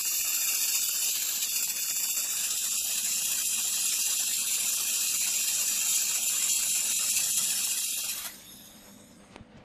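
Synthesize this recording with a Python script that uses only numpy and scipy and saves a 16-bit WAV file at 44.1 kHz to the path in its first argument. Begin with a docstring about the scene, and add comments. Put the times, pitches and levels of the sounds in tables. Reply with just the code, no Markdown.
"""A harsh hiss throbs about 15 times a second, close by: a handheld laser welder runs along a steel corner.
The vapour jet is noise with tiny bursts, coloured by the corner and table; the boiling pool sputters lower.
Spurts and ticks break out until the beam stops; shielding gas blows on through a ringing nozzle.
Machines drone and hum behind, from filtered noise and sines; damped swings with snaps make soft knocks."""
import sys
import numpy as np
from scipy import signal
from scipy.fft import rfft, irfft, next_fast_len
from scipy.io import wavfile
from scipy.ndimage import uniform_filter1d

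SR = 44100
rng = np.random.default_rng(int(sys.argv[2]) if len(sys.argv) > 2 else 0)


def store_wav(level_fs):
    """Save 16-bit WAV to argv[1]."""
    pcm = np.round(np.clip(np.atleast_2d(level_fs), -1, 1) * 32767)
    wavfile.write(sys.argv[1], SR, pcm.T.astype(np.int16))


N = 425113

# slow course of the jet, sinking at the end of the seam, before surges and stalls: time_s, level_db
JET_COURSE = [(0, -28), (.7, -27.5), (1.1, -29.5), (1.75, -30), (2.5, -30), (4.15, -27.5), (4.5, -28.5),
              (5.3, -28), (6.5, -27.5), (7.4, -27), (7.85, -30), (8.16, -34), (8.22, -40), (8.265, -34),
              (8.32, -50)]
# surges where the melt boils harder: centre_s, gain_db
JET_SURGES = [(.07, 1), (.49, 1.5), (.755, 2), (1.06, 3), (1.57, 1.5), (1.84, 0.5), (2.045, 1), (5.95, 2.5)]
# momentary stalls, a negative depth being a lift: centre_s, depth_db
JET_STALLS = [(.03, 4), (1.39, 1.5), (1.5, 3), (2.27, 2.5), (3.01, 1.5), (4.46, 2.5), (6.21, 2.5),
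              (7.34, 1.5), (7.67, 0.5), (1.68, 2), (1.75, 3), (6.53, -1.5), (7.46, 1), (8.062, 2)]
# loud spurts of vapour: start_s, nominal_peak_db
VAPOUR_SPURTS = [(1.4167, -13), (2.4394, -15), (4.5331, -11.5), (4.68, -11.5), (4.9387, -18.5),
                 (5.7463, -24), (6.4916, -12), (7.1616, -9.5), (7.3706, -10), (8.085, -14)]
# size of the throb before evening: time_s, depth_db
THROB_DEPTH = [(0, 2.4), (1, 2.3), (1.4, 3.8), (2.2, 4), (3, 2.8), (4.2, 1.5), (4.6, 1.6), (5.2, 3),
               (6.4, 1.8), (7.4, 2.8), (8.3, 2.2)]
# drift of the corner's colour: time_s, blend (0-1) between two colours, corner_strength (factor on its dB)
CORNER_DRIFT = [(0, 0.17, 1.64), (1.3, 0.2, 1.76), (2, 0.23, 1.9), (2.5, 0.63, 1.8), (4.6, 0.8, 1.64),
                (6, 0.6, 2.09), (7.3, 1, 1.68), (8.05, 0.93, 1.03), (8.3, 0, 0.71)]
# resonances and hollows of the corner, before that factor: centre_hz, width_hz, first_colour_db, second_colour_db
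CORNER_RESONANCES = [(2720, 140, 0.5, 1.5), (5900, 980, 1.5, 3), (7300, 960, 6, 7), (7230, 87, 0, 0.5),
                     (7940, 386, 3, 2.5), (8510, 810, -7, 3), (10200, 850, -2, 4), (11570, 550, -4.5, -7.5),
                     (12730, 280, 5, -1), (13670, 470, 9.5, -1)]
# relative spectrum of the jet: freq_hz, level_db (per Hz)
JET_SPECTRUM = [(1700, -72), (2180, -12.5), (2430, 1), (3200, 1), (4200, 1), (5500, 0.5), (7000, -2),
                (9000, -3), (12000, 2.5), (14000, -9.5)]
# relative spectrum of the melt pool: freq_hz, level_db (per Hz)
POOL_SPECTRUM = [(60, -17), (250, -1), (450, -4), (650, 2), (1000, 0), (1350, 5), (1600, 5), (1950, 5),
                 (2200, 5.5), (3000, -50.5)]
# cancelling echoes off plates and table, one course per notch, before random depth: time_s, centre_hz, depth_db
ECHO_NOTCHES = [
    [(2.3, 3000, 0), (2.8, 2980, 8), (5.5, 2930, 8), (7.2, 3000, 11)],
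    [(1.3, 3450, 8), (1.5, 3150, 6), (2.3, 3250, 8), (3.1, 3590, 19), (3.7, 3580, 16), (4.2, 3480, 3),
     (5, 3410, 11), (7.7, 3550, 18)],
    [(2.1, 4150, 0), (2.6, 4370, 17), (3.6, 4440, 15), (4.2, 4480, 4), (6.6, 4450, 3), (7.2, 4560, 16)],
    [(1.8, 5260, 4), (5.5, 4980, 5), (7.7, 5160, 13)],
    [(3.2, 5650, 5), (5.5, 5520, 6), (7.4, 5680, 9)],
    [(0, 8450, 8), (2, 8600, 18), (5.2, 8650, 9), (7.5, 8400, 8)],
]
# gliding cuts that turn the hiss hollow and phasey, before overdrive and wavering:
# start_s, end_s, start_hz, end_hz, width_hz, depth_db
PHASEY_HOLLOWS = [(0, 0.555, 3180, 3150, 229, 38), (.55, 1.108, 3040, 3340, 220, 12),
                  (1.45, 2.08, 3110, 3200, 224, 25), (2.078, 2.37, 3220, 3250, 229, 34),
                  (0, 1.08, 3920, 4050, 278, 12.5), (0.368, 0.787, 3920, 4000, 220, 47),
                  (1.464, 1.75, 3990, 3910, 280, 22), (1.75, 2.04, 3970, 3960, 270, 51),
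                  (2.035, 2.254, 4050, 4100, 286, 41), (2.25, 2.36, 4200, 4260, 250, 38),
                  (0, 0.752, 2040, 2070, 180, 14), (0.798, 1.13, 2040, 2160, 220, 24),
                  (1.13, 2.4, 1950, 2170, 170, 8), (2.415, 3.057, 2220, 2180, 220, 14),
                  (2.765, 2.86, 1820, 1800, 690, 24.5), (3.143, 3.913, 2190, 2180, 230, 25),
                  (3.975, 4.303, 2180, 2170, 290, 29.5), (4.38, 4.47, 1950, 2130, 330, 37),
                  (4.656, 5.14, 2140, 2150, 274, 21), (5.348, 5.754, 2050, 2200, 199, 14),
                  (6.187, 6.294, 1930, 1920, 374, 23), (6.5, 6.584, 1680, 1630, 600, 20),
                  (2.097, 2.144, 1500, 1500, 800, 16), (3.43, 3.487, 1650, 1650, 800, 14),
                  (5.76, 6.14, 1930, 2100, 200, 12.5), (6.596, 7.22, 1900, 2120, 190, 7),
                  (7.33, 7.65, 2200, 2250, 200, 12), (7.218, 7.327, 2190, 2260, 220, 25),
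                  (7.652, 7.854, 2190, 2310, 200, 21), (7.846, 7.982, 955, 1070, 328, 21),
                  (7.87, 8.01, 1920, 2250, 327, 28), (8.013, 8.093, 2000, 1900, 300, 22)]
# brief dropouts of the range under the hiss: centre_s, length_s (between the edges), depth_db
BODY_DIPS = [(0.031, 0.033, 17), (0.098, 0.027, 6), (0.175, .016, 9), (0.23, 0.022, 12), (0.809, 0.015, 10),
             (0.876, 0.014, 10), (0.914, 0.025, 8), (1.119, 0.03, 6), (1.503, 0.027, 17),
             (1.655, 0.033, 13), (1.812, 0.011, 9), (1.876, 0.0086, 11), (1.936, 0.022, 15),
             (1.984, 0.023, 8), (2.074, 0.013, 12), (2.123, 0.035, 3), (2.596, 0.039, 6.5),
             (2.705, 0.025, 13), (2.79, 0.027, 10), (2.836, 0.0089, 14), (3.24, 0.017, 10),
             (3.463, 0.051, 3), (3.633, 0.013, 10), (4.034, 0.028, 9), (4.181, 0.015, 11),
             (4.262, 0.023, 9), (4.354, 0.051, 7), (4.763, 0.013, 13), (5.082, 0.012, 9),
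             (5.191, 0.037, 12), (5.421, 0.011, 13.5), (6.284, 0.019, 13), (6.512, 0.036, 3),
             (6.702, 0.019, 10), (6.735, 0.016, 12), (6.96, 0.058, 15), (7.113, 0.031, 16),
             (7.342, 0.062, 14), (7.806, .013, 13), (7.863, 0.026, 11), (7.914, 0.011, 16),
             (7.955, 0.016, 12), (8.017, 0.018, 6)]
# droplets bursting from the melt: time_s, peak_db
DROPLET_SPITS = [(2.378, -29), (2.507, -28), (6.961, -22), (8.275, -24)]
# relative spectrum of a droplet's tick: freq_hz, level_db
SPIT_SPECTRUM = [(200, -11), (2500, -2), (9000, 6), (14000, -4), (16000, -40)]
# course of the shielding gas, before trim and gusts: time_s, level_db
GAS_COURSE = [(8.3, -38.5), (8.45, -42), (8.65, -43), (8.75, -46.5), (8.9, -51), (9.1, -55), (9.3, -62),
              (9.4, -73), (9.63, -83)]
# relative spectrum of the gas stream: freq_hz, level_db (per Hz)
GAS_SPECTRUM = [(600, -12.5), (2500, -8.5), (4500, -7), (7500, -9.5), (9000, -3.5), (9900, -16),
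                (11000, -13.5), (12000, -2.5), (12800, -24.5), (13500, -26), (14000, -2)]
# resonances and hollows of the gas nozzle, before the ring factor: centre_hz, width_hz, level_db
NOZZLE_RESONANCES = [(3640, 410, 11), (4500, 500, -4.5), (5180, 360, 7), (5850, 450, -6), (6620, 600, 11),
                     (7750, 500, 1), (11270, 840, 11.5)]
# ringing of the nozzle as it clears the plate: time_s, ring (factor on the nozzle's dB)
NOZZLE_RING = [(8.42, .3), (8.5, 1.5), (8.75, .94), (9.1, .85)]
# colour added to the gas once the gun has turned away: freq_hz, gain_db
GAS_AWAY = [(3000, -15), (7500, 1), (9000, 2), (14000, -30)]
# bench knocks: start_s, swing_db (before damping), pitch_hz, decay_s, snap_peak_db
BENCH_KNOCKS = [(0.189, -50, 50, 0.023, -70), (9.3615, -37, 422, 0.002, -22.5),
                (9.4086, -35.5, 99, 0.0079, -62)]
# relative spectrum of a knock's snap: freq_hz, level_db
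SNAP_SPECTRUM = [(100, -10), (900, 4), (1600, -12), (2400, -2), (3500, -8), (4300, -15), (5600, -20),
                 (7000, -35), (9200, -14), (11500, -36), (13000, -60)]
# faint scuffs: centre_s, length_s, level_db
FAINT_SCUFFS = [(9.33, 0.043, -55), (9.363, 0.0033, -47), (9.578, 0.02, -57)]
# relative spectrum of the rubbing: freq_hz, level_db
SCUFF_SPECTRUM = [(200, 10), (1500, -2), (4000, -4), (7500, -9), (9000, -22), (14000, -35)]
# decay of the hall: freq_hz, t60_s
HALL_DECAY = [(300, 0.23), (2700, 0.19), (7000, 0.7), (14000, 0.083)]
# course of the workshop machines, before layer trims: time_s, level_db
SHOP_COURSE = [(0, -67.5), (1.5, -66), (3.2, -62), (6.6, -61.5), (7.4, -56), (7.9, -64.5), (8.2, -59),
               (9.63, -54.5)]
# relative spectrum of their drone and air: freq_hz, level_db (per Hz)
SHOP_SPECTRUM = [(20, -28), (48, -3.5), (80, -10.5), (130, -3.5), (165, -4.5), (215, 6), (280, -7),
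                 (390, -12.5), (600, -7.5), (1000, -14), (2000, -17), (3500, -23.5), (5000, -30.5),
                 (14000, -63)]
# partials of the hum before they waver: pitch_hz, level_db (relative to the machines' course)
MACHINE_HUM = [(49.5, -18), (100, -19), (200.3, -8.5), (301, -13.5), (501, -14.5), (578, -17)]

THROB_HZ, THROB_START_S = 14.804, .0032
SURGE_S, STALL_S = .093, .043
UNSTEADY_DB, UNSTEADY_HZ = .7, 22
POOL_DB = -49.5  # before the throb and sputter
POOL_FOLLOWS = .41  # dB of pool per dB of jet
SPUTTER_DB, SPUTTER_HZ = 3.3, 24
LAST_SPIT_AT_S, LAST_SPIT_S, LAST_SPIT_DB = 8.262, .095, 8.5
TREMOR = .004  # rms share by which the hand shifts the notches
NOTCH_WIDTH_HZ, NOTCH_WIDENING = 75, .017  # base width, and extra Hz per Hz of centre
HOLLOW_FADE_S = .014
DIP_BAND_HZ, DIP_EDGE_S = (260, 2250), .004
HALL_DB = -20  # against the direct weld
AIR_CEILING_DB = -55  # before trim
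EDGE_HZ = 14150

FRAME, HOP = 1024, 256  # samples
TIME = np.arange(N) / SR
FRAME_TIME = np.arange(N // HOP + 5) * HOP / SR
BIN_HZ = np.fft.rfftfreq(FRAME, 1 / SR)


def jet(flare, hollow_db):
    """Vapour rushes out of the weld as turbulent noise and the corner rings."""
    blend, ring = (column[:, None] for column in follow(CORNER_DRIFT, FRAME_TIME))
    corner_db = 0
    for hz, width, first_db, second_db in CORNER_RESONANCES:
        corner_db = corner_db + bump(BIN_HZ, hz, width) * (first_db + (second_db - first_db) * blend)
    ripple_db = far_echo_db(delay_s=.0043, strength=.38, sway=.006)
    # the colour flickers in small patches, most in the high treble
    flicker_size_db = np.interp(BIN_HZ, [7800, 8400], [2.9, 4.8])
    flicker_db = flicker_size_db * np.minimum(patches(size=(9, 4)), 1)
    field_db = read(JET_SPECTRUM, BIN_HZ) + ring * corner_db - hollow_db + ripple_db + flicker_db
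    hiss = shaped(sizzle(per_s=780, spread_db=-1.0, share=.035), field_db)
    level = np.hypot(gain_of(strength_db()) * flare, spurts(below_peak_db=16.0, rise_s=.0083))
    return hiss * level * beam_on()


def strength_db():
    """The jet's level: a slow course with surges, stalls and a random unsteadiness."""
    surge_db = sum(db * bump(TIME, s, SURGE_S) for s, db in JET_SURGES)
    stall_db = sum(db * bump(TIME, s, STALL_S) for s, db in JET_STALLS)
    return follow(JET_COURSE)[0] + surge_db - stall_db + UNSTEADY_DB * wander(UNSTEADY_HZ)


def spurts(below_peak_db, rise_s):
    """Envelope of the larger flares of vapour: a quick rise and a slower fall."""
    envelope = np.zeros(N)
    for s, peak_db in VAPOUR_SPURTS:
        age = np.maximum(TIME - s, 0) / rise_s
        envelope += gain_of(peak_db - below_peak_db) * age * np.exp(1 - np.minimum(age, 20))
    return envelope


def sizzle(per_s, spread_db, share):
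    """Turbulence mixed with tiny bursts of boiling metal, random in moment, sign and size."""
    sizes = gain_of(spread_db * np.minimum(rng.exponential(1, N), 5))
    happens = rng.random(N) < per_s / SR
    pops = evened(sizes * rng.choice([-1, 1], N) * happens)
    return np.sqrt(1 - share) * rng.standard_normal(N) + np.sqrt(share) * pops


def throb(depth_db, rise_s, uneven):
    """The melt flares at a steady beat: a quick rise and a slower fall, of uneven strength."""
    age = (TIME - THROB_START_S) % (1 / THROB_HZ) / rise_s
    flare = age * np.exp(1 - age) * (1 + uneven * wander(18))
    return evened(gain_of(depth_db * flare))


def beam_on():
    """1 while the laser fires, then a short fade to 0 as the melt goes quiet."""
    return np.interp(TIME, [8.29, 8.34], [1, 0])


def pool(flare, hollow_db):
    """The boiling melt sputters in the middle range, in step with the jet, and spits as the beam leaves."""
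    flicker_size_db = 6 * np.interp(BIN_HZ, [500, 1100], [.6, 1.2])
    flicker_db = flicker_size_db * np.minimum(patches(size=(6, 4)), 1.6)
    field_db = read(POOL_SPECTRUM, BIN_HZ) - hollow_db + flicker_db
    sputter = shaped(sizzle(per_s=900, spread_db=4.0, share=.19), field_db)
    # squashing the wander keeps the level mostly up, with brief dips
    surge = evened(gain_of(SPUTTER_DB * np.tanh(2 * wander(SPUTTER_HZ) + 1)))
    jet_db = follow(JET_COURSE)[0]
    follow_db = POOL_FOLLOWS * (jet_db - np.median(jet_db))
    last_spit_db = LAST_SPIT_DB * bump(TIME, LAST_SPIT_AT_S, LAST_SPIT_S)
    return sputter * gain_of(POOL_DB + follow_db + last_spit_db) * flare * surge * beam_on()


def spits():
    """Single droplets burst from the melt with a sharp tick."""
    tick = click(SPIT_SPECTRUM)
    return sum(gain_of(db) * placed(tick, s) for s, db in DROPLET_SPITS)


def notch_db():
    """Depth of the echoes' notches (frames x bins): they glide on set courses and waver with the hand."""
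    tremor = 1 + TREMOR * np.interp(FRAME_TIME, TIME, wander(4.3))[:, None]
    depth_db = 0
    for course in ECHO_NOTCHES:
        hz, db = (column[:, None] for column in follow(course, FRAME_TIME))
        width = NOTCH_WIDTH_HZ + NOTCH_WIDENING * hz
        depth_db = depth_db + db * bump(BIN_HZ, hz * tremor, width)
    return depth_db * np.maximum(1.35 + .55 * patches(size=(16, 8)), 0)


def far_echo_db(delay_s, strength, sway):
    """A later echo combs the hiss into fine bands that drift with the hand."""
    delay = delay_s * (1 + sway * np.interp(FRAME_TIME, TIME, wander(.58)))
    share = np.clip(strength * (1 + .7 * patches(size=(40, 12))), 0, .9)
    return 20 * np.log10(abs(1 + share * np.exp(2j * np.pi * BIN_HZ * delay[:, None])))


def hollows(x):
    """Cuts narrow, gliding hollows out of the sound; each opens and closes quickly, and its depth wavers."""
    t = FRAME_TIME[:, None]
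    depth_db = np.zeros((len(FRAME_TIME), len(BIN_HZ)))
    for start, end, start_hz, end_hz, width, db in PHASEY_HOLLOWS:
        present = np.clip(np.minimum(t - start, end - t) / HOLLOW_FADE_S + .5, 0, 1)
        now = present[:, 0] > 0
        centre = np.interp(t[now], [start, end], [start_hz, end_hz])
        # the overdriven bell gives a flat floor
        bell = np.minimum(1.7 * bump(BIN_HZ, centre, width), 1.35)
        depth_db[now] += db * present[now] * bell
    depth_db *= np.maximum(1 + .4 * patches(size=(12, 8)), 0)
    return filtered(x, gain_of(-depth_db))


def dips(x):
    """Ducks the range under the hiss at each brief dropout."""
    band = signal.butter(6, DIP_BAND_HZ, "bandpass", fs=SR, output="sos")
    body = signal.sosfiltfilt(band, x)
    depth_db = 0
    for s, length, db in BODY_DIPS:
        outside_s = abs(TIME - s) - length / 2
        depth_db = depth_db + db * np.interp(outside_s, [0, DIP_EDGE_S], [1, 0])
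    return x - body * (1 - gain_of(-depth_db))


def gas():
    """Shielding gas rushes as noise; the nozzle rings clear of the plate, then the turning gun shades it."""
    sway = 1 + .012 * np.interp(FRAME_TIME, TIME, wander(5))[:, None]
    nozzle_db = sum(db * bump(BIN_HZ, hz * sway, width) for hz, width, db in NOZZLE_RESONANCES)
    ring = follow(NOZZLE_RING, FRAME_TIME)[0][:, None]
    away = np.interp(FRAME_TIME, [8.65, 9.5], [0, 1])[:, None]
    shade_db = read(GAS_AWAY, BIN_HZ)
    flicker_db = 5.5 * np.minimum(patches(size=(12, 7)), .7)
    field_db = read(GAS_SPECTRUM, BIN_HZ) + ring * nozzle_db + away * shade_db + flicker_db
    gust_db = .8 * wander(35)
    return shaped(rng.standard_normal(N), field_db) * gain_of(follow(GAS_COURSE)[0] - 3.5 + gust_db)


def knocks():
    """A dry clack and soft thuds: each a damped swing under one sharp snap."""
    snap = click(SNAP_SPECTRUM)
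    out = np.zeros(N)
    for s, db, hz, decay_s, snap_db in BENCH_KNOCKS:
        age = np.maximum(TIME - s, 0)
        out -= gain_of(db) * np.exp(-age / decay_s) * np.sin(2 * np.pi * hz * age)
        out -= gain_of(snap_db) * placed(snap, s)
    return out


def scuffs():
    """Brief soft rubbing: coloured noise under bell-shaped swells."""
    rub = coloured(rng.standard_normal(N), SCUFF_SPECTRUM)
    return rub * sum(gain_of(db) * bump(TIME, s, length) for s, length, db in FAINT_SCUFFS)


def hall(x):
    """A diffuse noise tail, each frequency fading at its own rate, slowest around 7 kHz."""
    hz, t, z = signal.stft(rng.standard_normal(SR), SR, nperseg=256)
    decay = gain_of(-60 * t / read(HALL_DECAY, hz)[:, None])
    tail = signal.istft(z * decay, SR, nperseg=256)[1]
    return signal.fftconvolve(x, tail / np.linalg.norm(tail))[:N]


def workshop():
    """Fans drone with a restless low end under a rush of air; mains-driven machines hum across the hall."""
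    flicker_size_db = np.interp(BIN_HZ, [300, 700], [4.5, 2])
    flicker_db = flicker_size_db * np.minimum(patches(size=(10, 3)), 1.5)
    air = shaped(rng.standard_normal(N), read(SHOP_SPECTRUM, BIN_HZ) + flicker_db)
    low = signal.sosfiltfilt(signal.butter(2, 400, fs=SR, output="sos"), air)
    restless = evened(gain_of(3.2 * np.minimum(wander(19), 1)))
    hum = np.zeros(N)
    for hz, db in MACHINE_HUM:
        level = gain_of(db + 2.5 * wander(4))
        hum += level * np.sin(2 * np.pi * hz * TIME + .8 * wander(3))
    shop_db = follow(SHOP_COURSE)[0]
    # root 2 turns a sine's rms level into its amplitude
    drone = (low * restless * gain_of(3.5) + np.sqrt(2) * hum) * gain_of(shop_db)
    return drone + (air - low) * gain_of(np.minimum(shop_db, AIR_CEILING_DB) + 2.5)


def gain_of(db):
    """Decibels to amplitude."""
    return 10 ** (np.asarray(db) / 20)


def evened(x):
    """Scales to rms 1."""
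    return x / np.sqrt(np.mean(x ** 2) + 1e-20)


def follow(rows, t=TIME):
    """The columns of a curve table at times t."""
    s, *columns = np.transpose(rows)
    return [np.interp(t, s, column) for column in columns]


def read(points, hz):
    """A frequency table read on a log-frequency axis."""
    f, values = np.transpose(points)
    return np.interp(np.log(hz + 1), np.log(f + 1), values)


def bump(x, centre, width):
    """A bell of height 1 and the given full width at half height."""
    return 2 ** (-(2 * (x - centre) / width) ** 2)


def coloured(x, points):
    """Filters x by a spectrum table, to rms 1."""
    size = next_fast_len(N)
    gain = gain_of(read(points, np.fft.rfftfreq(size, 1 / SR)))
    return evened(irfft(rfft(x, size) * gain, size)[:N])


def click(points):
    """One impulse at mid-length, coloured by a spectrum table, to peak 1."""
    impulse = 1. * (np.arange(N) == N // 2)
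    sound = coloured(impulse, points)
    return sound / np.abs(sound).max()


def placed(sound, s):
    """Moves a click from mid-length to time s."""
    return np.roll(sound, round(s * SR) - N // 2)


def wander(rate_hz):
    """Smooth chance of rms 1, up to about the given rate."""
    size = next_fast_len(N)
    hz = np.fft.rfftfreq(size, 1 / SR)
    return evened(irfft(rfft(rng.standard_normal(size)) / (1 + (hz / rate_hz) ** 2), size)[:N])


def patches(size):
    """Random patches of rms 1, size = (frames, bins)."""
    field = rng.standard_normal((len(FRAME_TIME), len(BIN_HZ)))
    smooth_in_time = uniform_filter1d(field, size[0], axis=0)
    return evened(uniform_filter1d(smooth_in_time, size[1], axis=1))


def shaped(x, field_db):
    """Gives white x a colour that changes in time (frames x bins) at an even power."""
    gain = gain_of(field_db)
    return filtered(x, gain / np.sqrt(np.mean(gain ** 2, axis=1, keepdims=True)))


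def filtered(x, gain):
    """Applies a gain that changes in time and frequency (frames x bins)."""
    overlap = FRAME - HOP
    z = signal.stft(np.pad(x, (0, 2048)), nperseg=FRAME, noverlap=overlap)[2][:, :len(FRAME_TIME)]
    return signal.istft(z * gain.T, nperseg=FRAME, noverlap=overlap)[1][:N]


def scene():
    """Jet and pool share one throb, one quick flutter and one set of echoes; the hall answers faintly."""
    flutter = evened(gain_of(.5 * wander(140)))
    flare = throb(follow(THROB_DEPTH)[0], rise_s=.0062, uneven=.22) * flutter
    hollow_db = notch_db()
    weld = jet(flare, hollow_db) + pool(flare, hollow_db)
    steady = weld + gain_of(HALL_DB) * hall(weld) + gas() + workshop()
    return (dips(hollows(steady)) + spits() + knocks() + scuffs())[None]


def record(dry):
    """The recorder's band limit: a steep low-pass."""
    lowpass = signal.firwin(801, EDGE_HZ, window=("kaiser", 9), fs=SR)
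    return signal.oaconvolve(dry, lowpass[None], "same")


dry = scene()
out = record(dry)
store_wav(out)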